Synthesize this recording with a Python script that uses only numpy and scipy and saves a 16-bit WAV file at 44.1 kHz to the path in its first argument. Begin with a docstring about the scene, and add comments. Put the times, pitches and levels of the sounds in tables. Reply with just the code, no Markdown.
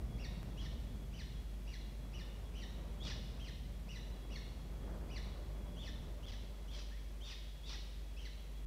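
"""Falcon chicks in a nest box

Falcon chicks peep about twice a second in a plywood nest box, and one faint squeak rises among them.
Each peep is an arching whistle that breaks into a rasp and drops to a short low note; noise echoes ring on.
Under it lie the camera's mains hum, faint whine and hiss, and an outdoor rumble that dies down near the end.
The camera's stream skips and stalls a few times, which ticks softly."""
import sys
import numpy as np
from scipy import signal
from scipy.fft import rfft, irfft, next_fast_len
from scipy.io import wavfile

SR = 44100
rng = np.random.default_rng(int(sys.argv[2]) if len(sys.argv) > 2 else 0)


def digitize_waveform(pressure):
    """Quantize a signal to 16-bit integers and store it at the path in sys.argv[1].

    Rows of a 2-D input are taken as channels; values are limited to [-1, 1].
    """
    field = np.atleast_2d(pressure).T
    bounded = np.clip(field, -1, 1)
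    quanta = np.round(bounded * 32767).astype(np.int16)
    wavfile.write(sys.argv[1], SR, quanta)


N = 381906
TIME = np.arange(N) / SR


def undb(db):
    """Decibels to gain."""
    return 10 ** (np.asarray(db) / 20)


def unit(x):
    """Scale to rms 1."""
    return x / np.sqrt(np.mean(x ** 2))


def curve(rows, axis=1):
    """One column of a table, joined by straight lines in time."""
    rows = np.array(rows)
    return np.interp(TIME, rows[:, 0], rows[:, axis])


def response(hz, points):
    """Gain of a (f/Hz, level/dB) spectrum that drops 60 dB in the octave beyond each end."""
    f, db = np.transpose(points)
    f = np.r_[f[0] / 2, f, f[-1] * 2]
    db = np.r_[db[0] - 60, db, db[-1] - 60]
    return undb(np.interp(np.log(hz + 0.0013), np.log(f), db))  # the offset avoids log(0)


def colour(x, points):
    """Filter by a (f/Hz, level/dB) spectrum, to rms 1."""
    gain = response(np.fft.rfftfreq(len(x), 1 / SR), points)
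    return unit(irfft(rfft(x) * gain, len(x)))


def noise(points):
    """Coloured noise of about rms 1."""
    return colour(rng.standard_normal(next_fast_len(N)), points)[:N]


def wander(hz, size):
    """Smooth random motion of rms 1, up to about hz."""
    n = next_fast_len(size)
    lowpass = np.exp(-.5 * (np.fft.rfftfreq(n, 1 / SR) / hz) ** 2)
    return unit(irfft(rfft(rng.standard_normal(n)) * lowpass, n)[:size])


def add(out, s, x):
    """Mix x into out from time s."""
    i = int(s * SR)
    out[i:i + len(x)] += x[:len(out) - i]


# spectrum of the low rumble: (f/Hz, level/dB)
RUMBLE_SPECTRUM = [(20, -16), (35, 3.5), (48, -6.5), (59, 7), (69, 10), (82, -3.5), (112, 1), (160, -2.5),
                   (182, -2), (215, -4), (300, -15.5), (900, -34.5)]
# level of the rumble, which dies down near the end: (t/s, level/dB)
RUMBLE_FADER = [(0, -45.5), (1.0, -47.5), (1.7, -52.5), (2.6, -51.5), (3.1, -47.5), (3.9, -52), (5.1, -49),
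                (6.0, -49.5), (7.1, -58), (8.66, -59)]
# spectrum of the softer rush: (f/Hz, level/dB)
RUSH_SPECTRUM = [(200, -5), (330, 1.5), (450, 0.5), (620, -1), (750, -5), (1100, -8), (1600, -15),
                 (3000, -33.5), (6000, -36)]
# level of the rush, which comes in swells: (t/s, level/dB)
RUSH_FADER = [(0, -60), (.7, -61), (1.3, -64), (1.95, -64), (2.15, -61), (2.8, -60), (3.12, -59),
              (3.6, -64), (3.95, -62), (4.25, -59.5), (4.68, -62.5), (4.9, -55.5), (5.45, -60),
              (6.25, -61.5), (7.1, -65.5), (8.66, -65)]
# level of a narrow far drone: (t/s, level/dB)
DRONE_FADER = [(0, -78), (4.7, -79), (5.45, -60.5), (6.2, -66), (8.66, -80)]


def outdoors():
    """Two bands of noise, a low rumble and a rush above it, and a drone of randomly swelling tone."""
    rumble = noise(RUMBLE_SPECTRUM) * undb(curve(RUMBLE_FADER) + 0.36 * wander(7.8, N))
    rush = noise(RUSH_SPECTRUM) * undb(curve(RUSH_FADER) + 1.0 * wander(19, N))
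    drone = wander(14, N) * np.sin(2 * np.pi * 587 * TIME) * undb(curve(DRONE_FADER))
    return rumble + rush + drone


# overtones of the mains hum: (multiple of the mains, level/dB against the fundamental)
HUM_PARTIALS = [(3, -22), (4, -37.5), (5, -25.5), (6, -31), (7, -32), (8, -32.5), (10, -43.5)]
MAINS_HZ = 50
HUM_DB, HUM_WAVER_DB, HUM_WAVER_HZ = -46, 1.0, 3.8
WHINE_HZ, WHINE_DB = 3340, -74
# spectrum of the microphone hiss: (f/Hz, level/dB)
HISS_SPECTRUM = [(600, -6), (1100, -0.5), (2000, 8.5), (3400, 5.5), (4600, 3), (7000, 0), (10000, -2),
                 (15900, -4.5)]


def camera(hiss_db):
    """Gently wavering harmonics of the mains, a thin whine of unsteady pitch and steady microphone hiss."""
    phase = 2 * np.pi * MAINS_HZ * TIME
    hum = np.cos(phase)
    for k, db in HUM_PARTIALS:
        hum = hum + undb(db) * np.cos(k * phase + rng.uniform(0, 2 * np.pi))
    # root two brings the fundamental to rms 1
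    hum = np.sqrt(2) * hum * undb(HUM_DB + HUM_WAVER_DB * wander(HUM_WAVER_HZ, N))
    whine_phase = 2 * np.pi * np.cumsum(WHINE_HZ + 22 * wander(35.6, N)) / SR
    whine = np.sin(whine_phase) * undb(WHINE_DB + 4.1 * wander(12.0, N))
    hiss = noise(HISS_SPECTRUM) * undb(hiss_db)
    return hum + whine + hiss


# resonances of throat and beak: (f/Hz, level/dB)
THROAT_SPECTRUM = [(600, -10), (1100, -1), (1950, -10.5), (2400, -9.5), (2850, -3.5), (3850, -8),
                   (4400, -2), (5200, 0), (5900, -0.5), (6300, -11.5), (8000, -18), (10000, -26)]


def voice(hz, second_db=-8.0, third_db=-14.0, fourth_db=-15):
    """Four harmonics of the syrinx, shaped by throat and beak."""
    phase = 2 * np.pi * np.cumsum(hz) / SR
    sizes = [1, undb(second_db), undb(third_db), undb(fourth_db)]
    return sum(size * response(k * hz, THROAT_SPECTRUM) * np.sin(k * phase)
               for k, size in enumerate(sizes, 1))


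RISE_S = .035  # the climb to the crest
ARCH_POWER = 1.4  # 1 is a pointed arch, 2 a parabola
# every peep ends with the same fall and low note; the arch takes the rest of its length
FALL_S, LOW_NOTE_S = .018, .025
DROP_HZ, END_HZ = 2123, 1626  # the low note slides from one to the other
# an easy peep starts, crests and breaks about these pitches; a strained one lifts all three
START_HZ, EASY_CREST_HZ, BREAK_HZ = 1843, 3002, 2686
START_LIFT, BREAK_LIFT = 1.7, .3  # Hz per Hz of extra crest
# offsets to the whistle level at its start and where it breaks
ONSET_DB, THIN_DB = -3.5, -0.5
THIN_DB_PER_HZ = -0.0041  # the more strained the peep, the more the tone thins
# second harmonic before the throat: the whistle is nearly pure, the low note bright
WHISTLE_OCTAVE_DB, LOW_NOTE_OCTAVE_DB = -12, -4
FLUTTER_HZ = 930  # mean rate of a second, slower vibration of the syrinx while it rasps


def peep(start, length, crest_hz, whistle_db, rasp_db, low_db):
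    """A clear arching whistle; the syrinx turns chaotic, then settles on a low note rich in harmonics."""
    size = SR // 5
    t = start + np.arange(size) / SR
    crest, end = start + RISE_S, start + length
    drop = end - LOW_NOTE_S
    crack = drop - FALL_S

    strain = crest_hz - EASY_CREST_HZ
    start_hz = START_HZ + START_LIFT * strain
    crack_hz = BREAK_HZ + BREAK_LIFT * strain
    rise = crest_hz + (start_hz - crest_hz) * abs((t - crest) / RISE_S) ** ARCH_POWER
    sag = crest_hz + (crack_hz - crest_hz) * abs((t - crest) / (crack - crest)) ** ARCH_POWER
    fall = np.interp(t, [crack, drop, end], [crack_hz, DROP_HZ, END_HZ])
    hz = np.select([t < crest, t < crack], [rise, sag], fall)

    # chaos roughens the pitch and brings in the rasp
    chaos = np.interp(t, [crest - .01, (crest + crack) / 2, crack, drop, end],
                      [0.036, 0.87, 0.97, 0.82, 0.3])
    chaos = chaos * (t < end)
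    hz = hz * (1 + (0.013 + 0.0259 * chaos) * wander(268, size))
    hz = hz * (1 + .018 * wander(55, size))  # the young voice wobbles

    # the tone swells to the crest, thins while it rasps and returns on the low note
    thin_db = whistle_db + THIN_DB + THIN_DB_PER_HZ * strain
    tone_db = np.interp(
        t, [start, crest - .006, crest + 0.0043, crack, drop - .006, drop + 0.0059, end],
        [whistle_db + ONSET_DB, whistle_db + 2.5, whistle_db + 2.0, thin_db, thin_db + 2.0,
         low_db + 5.0, low_db + 0.34])
    tone_db = tone_db + (2.0 + 0.6 * chaos) * wander(120, size)
    gate = np.clip(np.minimum(t - start, end + 0.001 - t) / 0.0058, 0, 1)
    octave_db = np.interp(t, [crack, drop], [WHISTLE_OCTAVE_DB, LOW_NOTE_OCTAVE_DB])
    tone = voice(hz, second_db=octave_db) * undb(tone_db) * gate

    # the second vibration chops the tone into rough sidebands and lets out puffs of noise
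    flutter = np.cos(2 * np.pi * np.cumsum(FLUTTER_HZ * (1 + .11 * wander(120, size))) / SR)
    sidebands = colour(voice(hz) * flutter, THROAT_SPECTRUM)
    puffs = colour(rng.standard_normal(size) * (1 + 1.4 * flutter), THROAT_SPECTRUM)
    grain = .8 * puffs + .7 * sidebands
    rasp = grain * undb(rasp_db - 7.0 + 2.7 * wander(150, size)) * chaos
    return tone + rasp


# one faint rising squeak, before pitch jitter and throat: (t/s, f/Hz, level/dB)
SQUEAK_PATH = [(6.908, 1540, -80), (6.921, 1670, -52), (6.946, 1896, -54), (7.0, 2325, -61)]


def squeak():
    """The same voice sliding upward with a jittery pitch and weak overtones."""
    hz = curve(SQUEAK_PATH) * (1 + 0.0292 * wander(303, N))
    tone = voice(hz, second_db=-24, third_db=-22) * undb(curve(SQUEAK_PATH, axis=2))
    return tone * ((TIME > SQUEAK_PATH[0][0]) & (TIME < SQUEAK_PATH[-1][0]))


# peeps, with nominal crest and levels that peep() varies and shapes:
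# (start t/s, length t/s, crest f/Hz, whistle level/dB, rasp level/dB, low note level/dB)
PEEP_CUES = [ (0.172, 0.1, 2840, -55.5, -65, -50), (0.563, 0.11, 3280, -55.5, -56.5, -50.5),
             (1.113, .11, 3010, -57.5, -62.5, -48.5), (1.651, 0.11, 2900, -57.5, -62, -50),
             (2.112, 0.11, 2900, -56, -67, -51.5), (2.53, .116, 3073, -56, -65, -49.5),
             (2.996, .13, 3643, -50.5, -47.5, -47.5), (3.389, 0.11, 3320, -53.5, -61, -50.5),
             (3.868, 0.11, 2960, -54.5, -63, -49), (4.281, 0.1, 2900, -57.5, -60, -49),
             (5.084, .103, 2975, -55.5, -68, -48.5), (5.761, 0.13, 3543, -53, -61, -49.5),
             (6.24, .113, 3476, -54.5, -55.5, -51.5), (6.683, 0.15, 3500, -56, -53, -72),
             (7.213, .136, 3635, -50, -51, -52.5), (7.634, 0.13, 3760, -51.5, -47.5, -49),
             (8.164, 0.12, 3130, -56.5, -61, -49.5)]


def chicks():
    """All the peeps and the faint squeak, summed dry."""
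    out = squeak()
    for row in PEEP_CUES:
        add(out, row[0], peep(*row))
    return out


# spectrum of the long ring: (f/Hz, level/dB)
RING_SPECTRUM = [(500, -13), (1500, -7), (1950, -1), (2400, -0.5), (2950, 1.5), (3450, 1), (3860, 6.5),
                 (4400, -2), (5800, -1), (9000, -7.5)]


def nest_box(x, early_db, early_t60, late_db, late_t60):
    """Quick reflections between the plywood walls, then a long ring, both as decaying noise echoes."""
    t = TIME[:SR]
    chance = rng.standard_normal((2, SR))
    early = unit(chance[0] * np.exp(-np.log(1000) * t / early_t60) * (t > .002))
    late = chance[1] * np.exp(-np.log(1000) * t / late_t60) * np.clip(t / 0.016, 0, 1)
    late = colour(late, RING_SPECTRUM)
    echo = (undb(early_db) * early + undb(late_db) * late) / np.sqrt(SR)  # rms to energy
    return x + signal.fftconvolve(x, echo)[:N]


def scene():
    """Chicks in the box over the outdoor and camera background."""
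    birds = nest_box(chicks(), early_db=-4, early_t60=0.098, late_db=-5, late_t60=1.0)
    return (birds + outdoors() + camera(hiss_db=-67.0))[None]


# runs of stream hiccups; a positive slip skips ahead, a negative one stalls and falls behind:
# (first t/s, count, spacing t/s, slip t/s, click level/dB)
HICCUP_RUNS = [(.4306, 1, 0, -.0022, -41), (5.925, 3, .075, .006, -58), (6.2563, 2, .056, -.0055, -44)]
SPLICE_S = 0.0057  # crossfade over a slip
CLICK_S = 0.00055  # decay of a click
STALL_DB = -8  # gain during a stall
TOP_HZ = 15600


def record(dry):
    """The camera's stream jumps in time with a click, dipping while it stalls; a steep low-pass cuts the top."""
    stream = dry
    for first, count, spacing, slip, click_db in HICCUP_RUNS:
        for s in first + spacing * np.arange(count):
            slipped = stream[:, np.clip(np.arange(N) + int(slip * SR), 0, N - 1)]
            fade = np.clip((TIME - s) / SPLICE_S, 0, 1)
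            stalled = (TIME >= s) & (TIME < s - slip)  # empty when the slip is positive
            click = undb(click_db) * np.exp(-abs(TIME - s) / CLICK_S) * (TIME >= s)
            spliced = stream + fade * (slipped - stream)
            stream = spliced * undb(STALL_DB * stalled) + click
    return signal.sosfilt(signal.ellip(12, .1, 70, TOP_HZ, fs=SR, output="sos"), stream)


dry = scene()
out = record(dry)
digitize_waveform(out)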